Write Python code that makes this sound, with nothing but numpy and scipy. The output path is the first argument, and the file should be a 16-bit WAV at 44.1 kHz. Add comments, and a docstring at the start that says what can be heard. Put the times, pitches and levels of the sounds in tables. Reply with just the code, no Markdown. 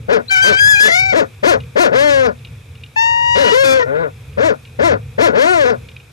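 """Two owls duet at a wooden nest box at night, over low rumble and faint hiss. One starts with short arching
hoots, a membrane pulsing through a swollen throat. The other squeaks, shrieks over it and cracks into a
squeal. The box rings; a small microphone overloads, so the hoots rasp and the voices mix. Claws tick on
the wood, and at 1.9 s a hoot is drawn out. From 3 s a level whine leads to a second squeal over more
hoots. A last long hoot and two ticks follow."""
import sys
import numpy as np
from scipy import signal
from scipy.fft import rfft, irfft
from scipy.io import wavfile
from scipy.ndimage import map_coordinates

SR = 44100
rng = np.random.default_rng(int(sys.argv[2]) if len(sys.argv) > 2 else 0)


def persist_wave(psi):
    """Save psi, clipped to +-1, as 16-bit WAV."""
    counts = np.round(np.clip(psi, -1, 1) * 32767).astype(np.int16)
    wavfile.write(sys.argv[1], SR, np.atleast_2d(counts).T)


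N = 269892
T = np.arange(N) / SR
FREQS = np.arange(N // 2 + 1) * SR / N

# night air spectra: f/Hz, relative density/dB
RUMBLE_SPECTRUM = [(15, -77), (25, -79), (41, -25), (81, -3), (137, -2), (184, -23.5), (226, -20.5),
                   (358, -42), (461, -20.5), (522, -28), (700, -55), (910, -52), (1540, -120)]
HISS_SPECTRUM = [(410, 4), (700, 0), (872, -0.5), (1390, 0.5), (2000, -2), (2490, 8.5), (2890, -6),
                 (3600, 0.5), (4480, -10.5), (4940, -7.5), (13000, -13.5), (16800, -64), (22000, -120)]
# short hoots: start/s, crest/s, end/s, crest f/Hz, level/dB
SHORT_HOOTS = [(.079, 0.137, .212, 241, 10), (0.429, 0.494, .565, 214.5, 5), (0.795, 0.853, .925, 216.2, 4),
               (1.121, 1.18, 1.25, 332.2, 13), (1.426, 1.489, 1.578, 361.7, 17.5),
               (1.754, 1.814, 1.905, 360.3, 16.5), (3.348, 3.402, 3.535, 287.4, 9.5),
               (4.368, 4.46, 4.552, 328.7, 9.5), (4.786, 4.854, 4.975, 345.3, 11),
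               (5.177, 5.241, 5.325, 346, 15)]
# swollen throat: f/Hz, gain/dB
THROAT_RESPONSE = [(120, 6), (170, 1), (240, -7.5), (330, -7.5), (390, -7), (460, 0), (590, 2.5),
                   (730, -4.5), (880, -13), (1060, -10), (1300, -9.5), (1650, -14.5), (3000, -45.5),
                   (6000, -31)]
# first wall reflections: delay/s, gain/dB
WALL_ECHOES = [(.0021, -13.5), (.00425, -16.5), (.0083, -35.5)]
# air modes of the box: f/Hz, gain/dB, t60/s
BOX_AIR_MODES = [(236, -10, 0.22), (486, -29, 0.96), (672, -21.5, 0.2)]
# pitch contours, one per call: t/s, f/Hz
SQUEAK_PITCH = [(.282, 3940), (.303, 4480)]
SHRIEK_PITCH = [(0.296, 1557), (0.344, 1554), (0.358, 1510), (0.396, 1510), (0.428, 1572), (0.552, 1527),
                (0.612, 1655), (0.65, 1648), (0.696, 1713), (0.758, 1625), (0.792, 1637), (0.885, 1745)]
SQUEAL_PITCHES = [
    [(0.88, 683), (0.9, 663), (1.006, 759), (1.072, 772), (1.122, 748), (1.14, 620)],
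    [(3.637, 822.5), (3.771, 780.6), (3.819, 601.1), (3.835, 645)],
]
LONG_HOOT_PITCHES = [
    [(1.905, 124), (1.927, 174.7), (1.955, 246), (1.981, 269.2), (2.047, 299.7), (2.257, 250),
     (2.277, 220.8), (2.325, 160.3)],
    [(3.515, 204.7), (3.549, 250.1), (3.603, 273.8), (3.777, 260.6), (3.819, 246), (3.853, 219)],
    [(3.853, 119.3), (3.971, 158.3), (4.021, 171), (4.055, 151.3), (4.1, 118)],
    [(5.32, 129.7), (5.39, 240.3), (5.48, 358.6), (5.514, 372.2), (5.564, 336), (5.658, 240.4),
     (5.692, 247.2), (5.722, 212), (5.765, 154)],
]
WHINE_PITCH = [(2.96, 877.3), (3.008, 907.7), (3.078, 926.6), (3.356, 953.4), (3.392, 947.1),
               (3.432, 962.6), (3.546, 962.0), (3.558, 995.8), (3.58, 1008)]
# partials: multiple of pitch, level/dB
SHRIEK_LINES = [(1, 7), (2, -2), (3, -12), (4, -27), (5, -21)]
HALF_PITCH_LINES = [(.5, -32), (1.5, 22), (2.5, 2), (3.5, -35)]
SQUEAL_LINES = [(1, 12.5), (2, 9.5), (3, 22), (4, 4), (5, -2), (6, 0), (7, -5), (8, -0.5), (9, 2.5),
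                (10, 3)]
WHINE_LINES = [(1, 5), (2, 0), (3, 3.5), (4, -22), (5, -65), (6, -13.5), (7, -25), (8, -31)]
# period doublings in the shriek: centre/s, length/s, half-pitch gain/dB
PERIOD_DOUBLINGS = [(0.343, 0.12, -18.5), (0.545, 0.079, -20.5), (0.777, 0.044, -12)]
# per squeal: level/dB, catch time/s
SQUEAL_SETTINGS = [(9, 0.13), (4.5, 0.0064)]
# clearest claw strikes: t/s, relative level/dB
CLAW_STRIKES = [(1.6033, -28), (2.388, -35), (2.4488, -27), (2.7536, -35), (2.8355, -27), (4.6518, -33),
                (5.8865, -28), (5.9643, -29)]
# scrape force: f/Hz, level/dB
SCRAPE_SPECTRUM = [(1000, -18), (2300, -3), (4000, -3), (7000, -17)]
# wood modes: f/Hz, gain/dB, t60/s
WOOD_MODES = [(2490, 2.5, 0.019), (2820, 1.5, .03), (3230, -3, 0.033), (3640, -5, 0.02)]
# per long hoot: level/dB, odd-harmonic gain/dB, roughness/0-1, fade/(dB/s)
LONG_HOOT_SETTINGS = [(17, 2, 0.2, -18), (20, -23.5, 0.39, -37), (15.5, 0.5, 0.22, -14), (18, 0, 0.38, -21)]
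# overloaded microphone: f/Hz, gain/dB
MIC_RESPONSE = [(40, -29.5), (120, -15), (250, 2.5), (350, 3), (550, -1), (1000, 1.5), (1700, 2.5),
                (2600, -0.5), (4000, -1.5), (6300, -1.5), (8000, -6), (13000, -3)]
# right channel re left: f/Hz, gain/dB, lag/rad
RIGHT_RESPONSE = [(203, -20, -1.5), (500, -7, -2.5), (815, -6.5, -3), (1970, -6.5, -2.5),
                  (3310, -5.5, -2.5), (6240, -10.5, 0.5), (12300, -11, 1.6)]


def amp(db):
    """dB to gain."""
    return 10 ** (np.asarray(db) / 20)


def unit(x):
    """Scale to rms 1."""
    return x / np.sqrt(np.mean(x ** 2))


def at_hz(table, hz):
    """Interpolate (f/Hz, value) rows on a log-frequency axis."""
    points_hz, values = np.transpose(table)
    return np.interp(np.log(np.maximum(hz, 1)), np.log(points_hz), values)


def colour(x, table):
    """Filter by (f/Hz, gain/dB) rows."""
    return irfft(rfft(x) * amp(at_hz(table, FREQS)), N)


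def wander(t, rate_hz):
    """Smooth noise, deviation near 1."""
    knots = rng.standard_normal(4096)
    return map_coordinates(knots, [(t - t[0]) * rate_hz], order=3, mode="wrap")


def span(start_s, end_s):
    """Sample times from start to end."""
    return T[(T >= start_s) & (T <= end_s)]


def contour(pitch):
    """Sample times and pitch of a call."""
    knots_s, knots_hz = np.transpose(pitch)
    t = span(knots_s[0], knots_s[-1])
    return t, np.interp(t, knots_s, knots_hz)


def arch(t, centre_s, width_s):
    """Gaussian hump, peak 1."""
    return np.exp(-((t - centre_s) / width_s) ** 2)


def shut(t, onset_s, release_s):
    """1 at both ends of a call, 0 while held."""
    return 1 - np.clip(np.minimum((t - t[0]) / onset_s, (t[-1] - t) / release_s), 0, 1)


def place(t, x, fade_s=0.0041):
    """Put a call on the time line with soft ends."""
    return np.interp(T, t, x * (1 - shut(t, fade_s, fade_s)), left=0, right=0)


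def ring(x, modes):
    """Drive decaying modes; gains apply at resonance."""
    t = T[:SR // 2]
    response = 0
    for hz, db, t60_s in modes:
        decay = np.log(1000) / t60_s
        response += amp(db) * 2 * decay / SR * np.exp(-decay * t) * np.cos(2 * np.pi * hz * t)
    return signal.fftconvolve(x, response)[:N]


def night_air(spectrum, db, sway_db, sway_hz, side_db):
    """Wavering mid/side background noise."""
    mid, side = (unit(colour(rng.standard_normal(N), spectrum)) for _ in range(2))
    stereo = mid + amp(side_db) * np.array([side, -side])
    return amp(db + sway_db * wander(T, sway_hz)) * stereo


def syrinx(t, hz, jitter, jitter_hz):
    """Phase of a membrane with trembling pitch."""
    return 2 * np.pi * np.cumsum(hz * (1 + jitter * wander(t, jitter_hz))) / SR


def hoot(t, hz, db, odd_db, rough, slack_hz=265, slack_db=3, air_db=-26):
    """Membrane pulsing through the throat; slack and uneven at low pitch."""
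    slack = rough / (1 + (hz / slack_hz) ** 8)
    phase = syrinx(t, hz, jitter=0.0046 + 0.0616 * slack, jitter_hz=400)
    orders = np.arange(1, 25)[:, None]
    # odd harmonics fade as the two half-cycles grow alike
    weights = amp(at_hz(THROAT_RESPONSE, orders * hz) + odd_db * (orders % 2))
    rms = np.sqrt(np.sum(weights ** 2, axis=0) / 2)
    voice = np.sum(weights * np.cos(orders * phase), axis=0) / rms
    air = rough * amp(air_db) * wander(t, 3800) * (1 + np.cos(phase))
    return place(t, (voice + air) * amp(db + slack_db * slack * wander(t, 168)))


def short_hoot(start_s, crest_s, end_s, crest_hz, db, rest_hz=140, rest_db=-7, shut_db=-19):
    """One push of air: pitch and level arch up, then sink into a growl."""
    t = span(start_s, end_s)
    width_s = np.where(t < crest_s, 0.7 * (crest_s - start_s), 0.59 * (end_s - crest_s))
    push = arch(t, crest_s, width_s)
    hz = rest_hz + (crest_hz - rest_hz) * push
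    level_db = db + rest_db * (1 - push) + shut_db * shut(t, onset_s=0.011, release_s=0.045)
    odd_db = 4 * np.log2(crest_hz / 293)  # higher hoots: stronger odd harmonics
    return hoot(t, hz, level_db, odd_db, rough=0.87)


def walls(x):
    """Near walls boost and cancel harmonics as the pitch sweeps."""
    return x + sum(amp(db) * np.interp(T - delay_s, T, x, left=0) for delay_s, db in WALL_ECHOES)


def nest_box(x, t60_s, wet_db):
    """Direct sound, air modes and a short wash of reflections."""
    t = T[:SR // 4]
    response = rng.standard_normal(len(t)) * np.exp(-np.log(1000) * t / t60_s)
    wash = signal.fftconvolve(x, response / np.linalg.norm(response))[:N]
    return x + ring(x, BOX_AIR_MODES) + amp(wet_db) * wash


def squeak(db=-12):
    """Brief rising whistle as the shriek sets in."""
    t, hz = contour(SQUEAK_PITCH)
    return place(t, amp(db) * np.sin(syrinx(t, hz, jitter=0.012, jitter_hz=600)))


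def shriek(db=6, base_hz=1550, db_per_octave=30, break_db=-7, shut_db=-18,
           waver_db=2, flutter_db=3, rasp_db=-30):
    """High cry, louder as it climbs; where the period doubles it weakens and half-pitch lines flutter."""
    t, hz = contour(SHRIEK_PITCH)
    phase = syrinx(t, hz, jitter=0.0061, jitter_hz=500)
    breaks = [arch(t, centre_s, length_s / 2) for centre_s, length_s, _ in PERIOD_DOUBLINGS]
    doubling = sum(hump * amp(half_db) for hump, (_, _, half_db) in zip(breaks, PERIOD_DOUBLINGS))
    flutter = doubling * amp(flutter_db * wander(t, 200))
    rasp = amp(rasp_db) * wander(t, 600)
    strain = wander(t, 44.7)
    voice = partials(phase, SHRIEK_LINES, tilt_db_per_octave=1.5 * strain)
    voice += (flutter + rasp) * partials(phase, HALF_PITCH_LINES)
    level_db = db + db_per_octave * np.log2(hz / base_hz) + break_db * sum(breaks) + waver_db * strain
    level_db += shut_db * shut(t, onset_s=0.02, release_s=0.01)
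    return place(t, unit(voice) * amp(level_db))


def partials(phase, lines, tilt_db_per_octave=0):
    """Stack of lines; the throat delays the upper ones, rounding the wave."""
    return sum(amp(db + tilt_db_per_octave * np.log2(k)) * np.cos(k * phase - np.pi * k * k / np.e)
               for k, db in lines)


def squeal(pitch, db, catch_s, hold_s=0.075, fade_s=0.07, spent_db=-12, shut_db=-12, waver_db=2):
    """Cracked cry: catches roughly, then trails on weaker and duller."""
    t, hz = contour(pitch)
    catching = shut(t, catch_s, 1 / SR)
    spent = np.clip((t - t[0] - hold_s) / fade_s, 0, 1)
    phase = syrinx(t, hz, jitter=0.011 + 0.021 * catching, jitter_hz=311)
    voice = partials(phase, SQUEAL_LINES, tilt_db_per_octave=-3.5 * spent)
    level_db = db + spent_db * spent + shut_db * catching + waver_db * wander(t, 101.6)
    return place(t, unit(voice) * amp(level_db))


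def claws(gain_db=11, scrape_s=0.004, slip_s=0.025, slip_db=-8, litter_db=-52, spread_db=3.5):
    """Scrapes ring the wood, each with a weaker slip after it; litter stirs faintly between."""
    slips = [(s + slip_s * rng.uniform(0.463, 1.6), db + slip_db) for s, db in CLAW_STRIKES]
    litter = [(rng.uniform(0, T[-1]), rng.normal(litter_db, spread_db)) for _ in range(80)]
    blows = np.zeros(N)
    for s, db in list(CLAW_STRIKES) + slips + litter:
        blows[min(int(s * SR), N - 1)] += amp(db)
    force = signal.lfilter([1], [1, -np.exp(-1 / (scrape_s * SR))], blows)
    friction = 2 * colour(rng.standard_normal(N), SCRAPE_SPECTRUM)
    return amp(gain_db) * ring(force * friction, WOOD_MODES)


def long_hoot(pitch, db, odd_db, rough, fade_db_per_s, best_hz=285, shut_db=-16):
    """Drawn-out hoot: strongest at the pitch that suits the throat, fading as air runs out."""
    t, hz = contour(pitch)
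    octaves = np.log2(hz / best_hz)
    detune_db = np.where(octaves < 0, -15, -22) * np.abs(octaves)
    level_db = db + detune_db + fade_db_per_s * (t - t[0])
    level_db += shut_db * shut(t, onset_s=0.01, release_s=0.049)
    return hoot(t, hz, level_db, odd_db, rough)


def whine(db=1, accent_db=3, accent_s=0.051, ease_db=-4, shut_db=-8):
    """Long, near-level cry: round accent, softer and purer middle, final swell."""
    t, hz = contour(WHINE_PITCH)
    accent = np.exp(-(t - t[0]) / accent_s)
    ease = arch(t - t[0], centre_s=0.24, width_s=0.14)
    phase = syrinx(t, hz, jitter=0.0023, jitter_hz=110)
    voice = partials(phase, WHINE_LINES, tilt_db_per_octave=-2 * (accent + ease))
    level_db = db + accent_db * accent + ease_db * ease
    level_db += shut_db * shut(t, onset_s=0.025, release_s=0.025)
    return place(t, unit(voice) * amp(level_db))


def smear(depth_rad=2.7, echo_s=0.002, corner_hz=4500):
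    """All-pass response; its echoes spread treble spikes over a few ms."""
    treble = FREQS ** 2 / (FREQS ** 2 + corner_hz ** 2)
    return np.exp(1j * depth_rad * treble * np.sin(2 * np.pi * FREQS * echo_s))


def microphone(x, bias=0.29, gain_db=-6, allpass_hz=1100):
    """Preamp saturates unevenly; its filters turn the phase and colour the rasp. Stereo out."""
    oversampled = signal.resample_poly(x, 4, 1)
    saturated = signal.resample_poly(np.tanh(oversampled + bias) - np.tanh(bias), 1, 4)
    s = 1j * FREQS / allpass_hz
    allpass = (s * s - s + 1) / (s * s + s + 1)
    left = rfft(colour(saturated, MIC_RESPONSE)) * amp(gain_db) * allpass * smear()
    hz, db, lag_rad = np.transpose(RIGHT_RESPONSE)
    right = left * amp(at_hz(np.c_[hz, db], FREQS)) * np.exp(-1j * at_hz(np.c_[hz, lag_rad], FREQS))
    return irfft(np.array([left, right]), N)


def gain_control(x, knee=0.75, smooth_s=0.012):
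    """Gain that sinks while x is loud and recovers fast."""
    pole = np.exp(-1 / (smooth_s * SR))
    envelope = signal.lfilter([1 - pole], [1, -pole], np.abs(x))
    return 1 / np.hypot(1, envelope / knee)


def scene():
    """Owls overload the microphone; hiss and claws duck under the calls, rumble does not."""
    hoots = sum(short_hoot(*row) for row in SHORT_HOOTS)
    hoots += sum(long_hoot(pitch, *row) for pitch, row in zip(LONG_HOOT_PITCHES, LONG_HOOT_SETTINGS))
    cries = squeak() + shriek()
    cries += sum(squeal(pitch, *row) for pitch, row in zip(SQUEAL_PITCHES, SQUEAL_SETTINGS))
    wailer = nest_box(cries, t60_s=0.088, wet_db=-6.5) + whine()
    hooter = nest_box(walls(hoots), t60_s=0.094, wet_db=-9)
    owls = hooter + wailer
    hiss = night_air(HISS_SPECTRUM, db=-49, sway_db=-0.77, sway_hz=7.2, side_db=-4.5)
    rumble = night_air(RUMBLE_SPECTRUM, db=-36.5, sway_db=4.5, sway_hz=6.8, side_db=-28.5)
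    return microphone(owls) + (hiss + claws()) * gain_control(owls) + rumble


def record(dry):
    """Clip at full scale, then low-pass."""
    low_pass = signal.ellip(10, 0.2, 70, 13200, fs=SR, output="sos")
    return signal.sosfilt(low_pass, np.clip(dry, -1, 1))


dry = scene()
out = record(dry)
persist_wave(out)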